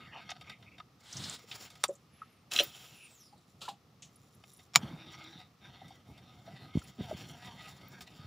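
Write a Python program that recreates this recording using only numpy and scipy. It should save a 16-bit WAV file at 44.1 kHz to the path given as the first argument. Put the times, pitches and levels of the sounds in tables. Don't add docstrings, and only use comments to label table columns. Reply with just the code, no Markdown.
import sys
import numpy as np
from scipy import signal
from scipy.fft import rfft, irfft, next_fast_len
from scipy.io import wavfile
from scipy.ndimage import uniform_filter1d

SR = 44100
rng = np.random.default_rng(int(sys.argv[2]) if len(sys.argv) > 2 else 0)


def generate_wav(signal):
    frames = np.transpose(np.atleast_2d(signal))
    scaled = np.clip(frames, -1, 1) * 32767
    pcm = np.round(scaled).astype(np.int16)
    wavfile.write(sys.argv[1], SR, pcm)


N = 364266
TIME = np.arange(N) / SR
AGE = np.arange(SR // 3) / SR

# pitch_hz, level_db
AIR_COLOUR = [(120, -38), (200, -14), (491, -7.5), (623, -24.5), (709, -12), (836, -19.5), (1250, -6),
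              (1530, -18.5), (1840, -16), (4600, -19), (5520, -19), (7680, -29), (8270, -31.5),
              (10900, -31), (16000, -31.5)]
# pitch_hz, level_db
HULL_COLOUR = [(25, -11), (45, -10), (70, -1), (135, 5), (200, 0.5), (330, -8), (450, -14), (800, -12.5),
               (1600, -39.5)]
# start_s, peak_db, pitch_hz, t60_s
KNOCKS = [(1.889, -35.5, 418, 0.081), (2.603, -36, 369.7, 0.17), (4.764, -31, 169.2, 0.054),
          (4.83, -32.5, 190, 0.12), (4.843, -32, 150, 0.057), (4.91, -40, 260, 0.19),
          (4.933, -38.5, 179, 0.14), (5.355, -44.5, 191, .09), (6.535, -43.5, 149, 0.1),
          (6.753, -20, 164, 0.03), (6.771, -15.5, 164, 0.018), (6.772, -31, 92, 0.044),
          (6.986, -33.5, 255, 0.13), (7.008, -23, 220, 0.0091), (7.145, -36, 160, 0.027),
          (8.193, -42, 151, 0.056), (8.245, -41, 112, .06)]
# start_s, peak_db, pitch_hz, t60_s
PLOPS = [(0.801, -39, 1225, 0.042), (1.44, -52, 453, 0.047), (1.887, -29.5, 548, 0.11),
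         (2.216, -35, 1258, 0.066), (2.6, -25, 557, 0.078), (3.325, -52, 810, 0.075),
         (3.622, -47.5, 1258, 0.071), (3.65, -46.5, 1350, 0.095), (3.679, -30.5, 976, 0.033),
         (3.686, -34.5, 787, 0.13), (5.815, -44.5, 744, 0.04), (5.905, -45.5, 760, 0.058),
         (6.475, -43.5, 672, 0.12), (6.815, -46.5, 1310, 0.036), (7.11, -29.5, 606, 0.042),
         (7.127, -36.5, 385, 0.025)]
# start_s, peak_db, t60_s
SPLASHES = [(3.606, -47, 0.091), (3.614, -35.5, 0.23), (3.649, -43, 0.21), (3.683, -36, 0.12)]
# pitch_hz, level_db
SPRAY_COLOUR = [(700, -4), (1300, -5), (2000, -15), (2800, 2), (3800, 3), (6000, -9.5), (7300, -5),
                (9000, -14.5), (13000, -21.5), (15000, -21)]
# pitch_hz, level_db
CLOTH_COLOUR = [(300, -10), (1300, 1.5), (2600, -2.5), (3700, 7.5), (5400, 0), (6300, -4), (7200, -0.5),
                (9500, -7.5), (12500, -21), (15000, -17)]
# start_s, length_s, pitch_hz, glide_share_of_pitch, level_db
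LINE_NOTES = [(2.09, 0.19, 10950, 0.01, -74), (2.26, 0.12, 11350, -0.06, -76),
              (2.25, 0.2, 9300, -0.16, -78)]
# start_s, length_s, pitch_hz, glide_share_of_pitch, level_db
LINE_RUBS = [(0.0, 0.08, 2650, 0.063, -58), (0.11, 0.11, 2720, -0.02, -49.5),
             (0.12, 0.096, 860, -0.22, -49), (0.02, 0.203, 1870, -0.04, -56),
             (0.43, 0.16, 2270, -0.08, -57), (0.64, 0.14, 2370, 0.06, -61), (2.63, 0.28, 3100, -0.12, -57),
             (2.85, 0.3, 2650, -0.15, -61), (4.98, 0.52, 3650, 0.08, -57)]
# pitch_hz, level_db
LINE_COLOUR = [(400, -3), (1200, -5), (2200, -5), (3600, -5.5), (5500, 0), (6300, -9), (7200, 1),
               (8300, -17), (11000, -11), (13000, -25.5), (15000, -7.5)]
# start_s, peak_db,
# ring_hz, t60_s
FLICKS = [(0.303, -36.5, 5900, 0.062), (1.127, -33.5, 6040, 0.047), (1.168, -32.5, 5800, 0.06),
          (1.238, -31.5, 4300, 0.09), (1.297, -29.5, 7350, 0.013), (1.5133, -34, 3180, 0.13),
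          (1.881, -39, 7220, 0.06), (1.953, -51, 7230, 0.07), (2.6345, -27, 15400, 0.037),
          (4.022, -44, 6550, 0.16), (4.023, -45.5, 3160, 0.17), (4.159, -50.5, 10400, 0.039),
          (4.349, -56, 10800, 0.037), (4.535, -49, 10150, 0.045), (4.57, -51.5, 10300, 0.063),
          (6.791, -46, 7150, 0.034), (6.839, -52, 10200, 0.074), (7.882, -46, 14900, .05),
          (8.01, -50, 14900, .05)]
# start_s, length_s, level_db
CHATTER = [(1.857, 0.1, -64), (3.15, 0.45, -75), (4.029, 0.47, -73), (4.45, 0.17, -66.5),
           (6.728, 0.1, -61.5), (7.023, 0.75, -67)]
# pitch_hz, width_hz, level_db
GUIDE_MODES = [(3720, 270, -2.5), (5700, 260, -0.5), (7170, 300, -0.5), (10400, 890, -7.5),
               (15000, 700, -9.5)]
# start_s, peak_db, treble_db, t60_s
TICKS = [(0.168, -47, -26, 0.16), (0.2895, -33, -34, 0.09), (0.3036, -34.5, -12, 0.048),
         (0.3139, -31, -31, 0.022), (0.409, -40, -14, 0.069), (0.4945, -36, -14, 0.05),
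         (0.5144, -46, -28, 0.028), (0.623, -48.5, -32, 0.19), (0.779, -44.5, -18, 0.1),
         (0.7978, -41.5, -23, 0.028), (1.512, -39.5, -14, 0.15), (1.7006, -43, 4, 0.11),
         (1.7524, -46, -4, 0.06), (4.4363, -44.5, -16, 0.021), (4.589, -49, -13, 0.11),
         (5.3255, -50, -24, 0.19), (5.879, -53.5, 6, 0.2), (6.1753, -49.5, -9, 0.11),
         (7.4445, -45, -8, 0.092), (7.8101, -48, -20, 0.067), (8.0059, -37.5, -5, 0.06),
         (8.0167, -43.5, 10, 0.084)]
# start_s, peak_db, treble_db, t60_s
RATTLES = [(2.5133, -34, -9, 0.036), (2.518, -27.5, -4.5, 0.0096), (2.5352, -24, 7, 0.02),
           (2.5612, -15.5, -10, 0.011), (2.576, -25.5, -6.5, 0.034), (2.5875, -10.5, -35, 0.014),
           (2.5952, -12, -14.5, 0.023), (2.603, -20, -8, 0.027)]
# pitch_hz, width_hz, level_db
SPOOL_MODES = [(1280, 120, -12.5), (1757, 460, -11.5), (2618, 72.4, 6.5), (2820, 39.5, 7.5),
               (3000, 52, 4.5), (3035, 37, -3), (2870, 37, -5.5), (3240, 83, 6.5), (3600, 48, -2.5),
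               (4100, 54, 2.5), (3960, 120, 4), (4670, 130, -18.5), (5700, 100, -7), (6700, 400, -16.5)]
# start_s, peak_db, scatter_db, scatter_t60_s
THUMB_SNAPS = [(1.8345, -32.5, -23.5, 0.022), (1.8383, -8, -16, 0.049)]
# pitch_hz, width_hz, level_db
THUMB_MODES = [(594, 490, -11.5), (910, 200, -2), (1242, 127, 1), (2460, 750, -10.5), (3480, 400, -5),
               (3880, 340, -7), (4570, 130, -6), (5580, 420, -8), (7250, 260, -7.5), (8740, 280, -10.5),
               (9820, 480, -15), (12820, 810, -22), (15400, 620, -24)]
# start_s, peak_db, scatter_db, scatter_t60_s
CLUTCH_SNAPS = [(4.7358, -37, -7, 0.051), (4.7518, -18.5, -27, .02), (4.7582, 1.5, -28.5, 0.041)]
# pitch_hz, width_hz, level_db
CLUTCH_MODES = [(750, 220, -7.5), (1180, 260, -5), (2315, 180, -2), (3340, 500, -5.5), (4150, 610, -8.5),
                (4860, 660, -7), (5560, 360, -5), (6760, 420, -3), (7035, 500, -1), (7820, 300, -19),
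                (9400, 290, -21.5), (11430, 1200, -32.5), (14900, 600, -20)]
# time_s, pitch_hz
SPOOL_SPEED = [(2.52, 15600), (2.76, 15200), (3.0, 10300), (3.15, 7400), (3.229, 5400), (3.42, 3900)]
# start_s, length_s, gear_db, line_hiss_db, hand_rumble_db
WINDING = [(-0.05, 0.58, -60, -91, -62), (0.562, 0.23, -76, -92, -64), (0.967, 0.483, -66.5, -73, -79),
           (1.465, 0.19, -61, -62, -72), (1.686, 0.16, -70, -74, -67.5), (4.776, 0.3, -58.5, -86, -64.5),
           (5.08, 0.32, -57, -78, -63), (5.594, 0.35, -61.5, -90.5, -60), (6.035, 0.38, -65.5, -86, -62),
           (6.427, 0.27, -62, -91.5, -58.5), (6.723, 0.17, -60, -67.5, -54.5),
           (6.963, 0.29, -56.5, -68, -53.5), (7.257, 0.47, -57, -74, -56), (7.745, 0.51, -62, -77, -60)]
# pitch_hz, width_hz, level_db
GEAR_MODES = [(731, 81, 1.5), (980, 170, -9), (1251, 33, 5), (1577, 190, -5), (1970, 50, -0.5),
              (2152, 78.8, -0.5), (2635, 340, -5), (3194, 270, -2.5), (3674, 100, 2), (4203, 86, -5),
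              (4610, 280, -10), (5660, 150, -7), (6950, 83, -18), (10530, 230, -30.5)]


def undb(db):
    return 10 ** (np.asarray(db) / 20)


def unit(x):
    return x / np.sqrt(np.mean(x ** 2))


def fade(t60):
    return np.exp(-np.log(1000) * AGE / max(t60, 1e-3))


def onset(rise_s):
    return 1 - np.exp(-(AGE / rise_s) ** 2)


def gesture(start_s, length_s, attack_s, release_s):
    rise = np.sin(np.pi / 2 * np.clip((TIME - start_s) / attack_s, 0, 1)) ** 2
    return rise * np.exp(-np.clip((TIME - start_s - length_s) / release_s, 0, 20))


def walk(rate_hz, size=N):
    step = int(SR / rate_hz)
    levels = np.repeat(rng.standard_normal(size // step + 1), step)
    return unit(uniform_filter1d(levels, step)[:size])


def hiss(size=N):
    return rng.standard_normal(size)


def grit(contacts_per_s, spread_db):
    hits = (rng.random(N) < contacts_per_s / SR) * rng.choice([-1, 1], N)
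    return unit(hits * undb(spread_db * np.clip(hiss(), -2, 2)))


def band(x, hz, width):
    b, a = signal.iirpeak(min(hz, SR * .45), hz / min(width, SR / 5), fs=SR)
    return signal.lfilter(b, a, x)


def double_band(x, hz, width):
    return band(band(x, hz, width), hz, width)


def ring(x, modes):
    return sum((-1) ** k * undb(db) * band(x, hz, width) for k, (hz, width, db) in enumerate(modes))


def colour(x, points):
    hz, db = np.transpose(points)
    size = next_fast_len(len(x))
    log_f = np.log(np.arange(size // 2 + 1) * SR / size + 1)
    gain = undb(np.interp(log_f, np.log(hz), db))
    return unit(irfft(rfft(x, size) * gain, size)[:len(x)])


def add(out, start_s, peak_db, sound):
    i = int(start_s * SR)
    out[i:i + len(sound)] += (undb(peak_db) * sound / np.abs(sound).max())[:N - i]


def whine(pitch, blur_hz, octave_db):
    phase, size = 2 * np.pi * np.cumsum(pitch) / SR, len(pitch)
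    tone = np.sin(phase) * walk(blur_hz, size) + np.cos(phase) * walk(blur_hz, size)
    octave = (pitch < SR / 4) * np.sin(2 * phase) * walk(2 * blur_hz, size)
    return tone + undb(octave_db) * octave


def river(lap_db=-65, air_db=-70.5):
    hull = colour(hiss(), HULL_COLOUR) * undb(lap_db + 0.61 * walk(3) + 2 * walk(36))
    return hull + undb(air_db + 0.72 * walk(1.2)) * colour(hiss(), AIR_COLOUR)


def boat(near, scatter_db=-34, t60=.05):
    echoes = band(hiss(len(AGE)) * fade(t60), 600, 2500)
    side = undb(scatter_db) * signal.fftconvolve(near, echoes / np.linalg.norm(echoes))[:N]
    side += undb(-77) * colour(hiss(), AIR_COLOUR) + undb(-86) * colour(hiss(), HULL_COLOUR)
    return near + np.array([side, -side])


def thuds(rows, rise_s, glide, rough, width):
    out = np.zeros(N)
    for start_s, peak_db, hz, t60 in rows:
        phase = 2 * np.pi * hz * np.cumsum(1 + glide * (1 - fade(t60))) / SR
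        wash = unit(double_band(hiss(len(AGE)), hz, hz * width))
        add(out, start_s, peak_db, (np.sin(phase) + rough * wash) * fade(t60) * onset(rise_s))
    return out


def splash(rise_s=0.0026):
    out = np.zeros(N)
    for start_s, peak_db, t60 in SPLASHES:
        add(out, start_s, peak_db, colour(hiss(len(AGE)), SPRAY_COLOUR) * fade(t60) * onset(rise_s))
    return out


def swing(centre_hz=2300, width_hz=2200, level_db=-69):
    air = unit(double_band(hiss(), centre_hz, width_hz))
    return undb(level_db) * air * gesture(2.05, 0.2, attack_s=0.15, release_s=.16)


def sleeve(swish_db=-46, rumble_db=-49):
    stroke = gesture(0.98, 0.373, attack_s=0.3, release_s=0.016)
    press = gesture(1.098, 0.18, attack_s=0.093, release_s=0.039)
    swish = undb(swish_db) * colour(grit(19000, 1.8), CLOTH_COLOUR) * stroke
    return swish + undb(rumble_db) * colour(hiss(), HULL_COLOUR) * press


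def notes(rows, blur_hz, octave_db, bend):
    out = np.zeros(N)
    for start_s, length_s, hz, glide, db in rows:
        progress = np.clip(TIME[:SR] / length_s, 0, 1)
        tension = np.sin(np.pi * progress)
        pitch = hz * (1 + glide * (progress - .5) + bend * tension)
        i = max(int(start_s * SR), 0)
        out[i:i + SR] += (undb(db) * tension * whine(pitch, blur_hz, octave_db))[:N - i]
    return out


def sing(high_db=-1, hum_hz=324, hum_db=-62.5):
    high = undb(high_db) * notes(LINE_NOTES, 70, -20, .015) * undb(3 * walk(25))
    hum = whine(np.full(N, float(hum_hz)), 50, -17) * gesture(4.8, 0.49, attack_s=.06, release_s=0.058)
    return high + undb(hum_db) * hum


def rubs():
    return notes(LINE_RUBS, 650, -35.5, 0.01012) * undb(-3 + 3.61 * walk(70))


def flicks(width_hz=2200, edge_db=-30):
    out = np.zeros(N)
    for start_s, peak_db, hz, t60 in FLICKS:
        force = hiss(len(AGE)) * fade(t60)
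        add(out, start_s, peak_db, double_band(force, hz, width_hz) + undb(edge_db) * force)
    return out


def chatter(contacts_per_s=700, cluster_db=4.5):
    patter = unit(ring(grit(contacts_per_s, 4.5) * undb(cluster_db * walk(25)), GUIDE_MODES))
    return patter * sum(undb(db) * gesture(start_s, length_s, 0.034, .03) for start_s, length_s, db in CHATTER)


def shudder(rumble_db=-46, rattle_db=-52.5, rattle_hz=900, rattle_width_hz=1100, t60=1):
    rattle = unit(double_band(grit(900, 4), rattle_hz, rattle_width_hz))
    body = undb(rumble_db) * colour(hiss(), HULL_COLOUR) + undb(rattle_db) * rattle
    return body * gesture(4.77, 0.035, attack_s=0.013, release_s=t60 / np.log(1000))


def clatter(rows, modes, treble_hz, treble_width, rise_s):
    out = np.zeros(N)
    for start_s, peak_db, treble_db, t60 in rows:
        force = hiss(len(AGE)) * (fade(t60) + 2 * fade(t60 / 8)) * onset(rise_s)
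        edge = undb(treble_db) * unit(band(force, treble_hz, treble_width))
        add(out, start_s, peak_db, unit(ring(force, modes)) + edge)
    return out


def snaps(rows, modes, bounce_s, bounce, echo_s, crack_db):
    out = np.zeros(N)
    lag = int(echo_s * SR)
    for start_s, peak_db, scatter_db, t60 in rows:
        force = undb(crack_db) * hiss(len(AGE)) * fade(0.0065)
        force[0] += 1
        force[int(bounce_s * SR)] += bounce
        scatter = undb(scatter_db) * hiss(len(AGE)) * fade(t60)
        force[lag:] += scatter[:-lag]
        add(out, start_s, peak_db, ring(force, modes))
    return out


def cast(body_db=-7, spool_db=-10, line_db=-3, guide_db=-7, whirr_db=-54, jerk_db=-43, whine_db=-72.5):
    cast_s, whirr_power = 2.5, 2.0
    hz = np.interp(TIME, *np.transpose(SPOOL_SPEED))
    flight = gesture(cast_s, 0.796, attack_s=0.029, release_s=0.062)
    jerk = gesture(cast_s, 0.13, attack_s=.035, release_s=0.0175)
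    shake = grit(5000, 3)
    whirr = undb(body_db) * unit(ring(shake, GEAR_MODES))
    whirr += undb(spool_db) * unit(ring(shake, SPOOL_MODES))
    whirr += undb(line_db) * colour(grit(5970, 1.9), LINE_COLOUR)
    whirr += undb(guide_db) * unit(ring(grit(6000, 3), GUIDE_MODES))
    whirr *= undb(whirr_db) * flight * (hz / hz.max()) ** whirr_power + undb(jerk_db) * jerk
    housing_hz, housing_width_hz, housing_db = 6316, 1800, 10.5
    housing = 1 / (1 + ((hz - housing_hz) / housing_width_hz) ** 2)
    spin = whine(hz * (1 + .012 * walk(90)), 1100, -5.5)
    spin *= undb(whine_db + housing_db * housing + 3.5 * walk(40))
    return spin * (flight + undb(9.5) * jerk) + whirr * undb(1.6 * walk(40))


def winding(gear_boost_db=1, line_boost_db=5, rumble_boost_db=1, tooth_hz=210, grit_db=-1, wander_db=3.5):
    teeth = np.cumsum(tooth_hz * (1 + .09 * walk(9) + .05 * walk(300))) / SR
    mesh = np.diff(np.floor(teeth), prepend=0) * undb(1.7 * walk(400))
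    force = unit(mesh) + undb(grit_db) * grit(1800, 4.6)
    gears = np.zeros(N)
    for k, (hz, width, db) in enumerate(GEAR_MODES):
        gears += (-1) ** k * band(force, hz, width) * undb(db + wander_db * walk(16))
    gears = unit(gears) * undb(gear_boost_db + 3 * walk(45))
    line = colour(grit(6000, 2.9), LINE_COLOUR) * undb(line_boost_db + 6 * walk(60))
    rumble = colour(hiss(), HULL_COLOUR) * undb(rumble_boost_db + 3.04 * walk(30))
    out = np.zeros(N)
    for start_s, length_s, gear_db, line_db, rumble_db in WINDING:
        sound = gears * undb(gear_db) + line * undb(line_db) + rumble * undb(rumble_db)
        out += gesture(start_s, length_s, attack_s=0.052, release_s=0.04) * sound
    return out


def scene():
    water = thuds(PLOPS, rise_s=0.0031, glide=.03, rough=0.4, width=0.33) + splash() + river()
    knocks = thuds(KNOCKS, rise_s=0.0018, glide=-0.14, rough=0.54, width=0.53)
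    arm = swing() + sleeve()
    line = sing() + rubs() + flicks() + chatter()
    reel = snaps(THUMB_SNAPS, THUMB_MODES, bounce_s=.0008, bounce=0.85, echo_s=.003, crack_db=-0.5)
    reel += snaps(CLUTCH_SNAPS, CLUTCH_MODES, bounce_s=.0005, bounce=.9, echo_s=.004, crack_db=-13.5)
    reel += clatter(TICKS, GEAR_MODES, treble_hz=4500, treble_width=3200, rise_s=0.0023)
    reel += clatter(RATTLES, SPOOL_MODES, treble_hz=5500, treble_width=2000, rise_s=0.00066)
    reel += shudder() + cast() + winding()
    return boat(water + knocks + arm + line + reel)


def record(dry, top_hz=15500):
    thin = signal.sosfilt(signal.butter(4, 64, "high", fs=SR, output="sos"), dry)
    clipped = np.clip(thin, -.85, .85)
    return signal.sosfilt(signal.ellip(10, .2, 90, top_hz, fs=SR, output="sos"), clipped)


dry = scene()
out = record(dry)
generate_wav(out)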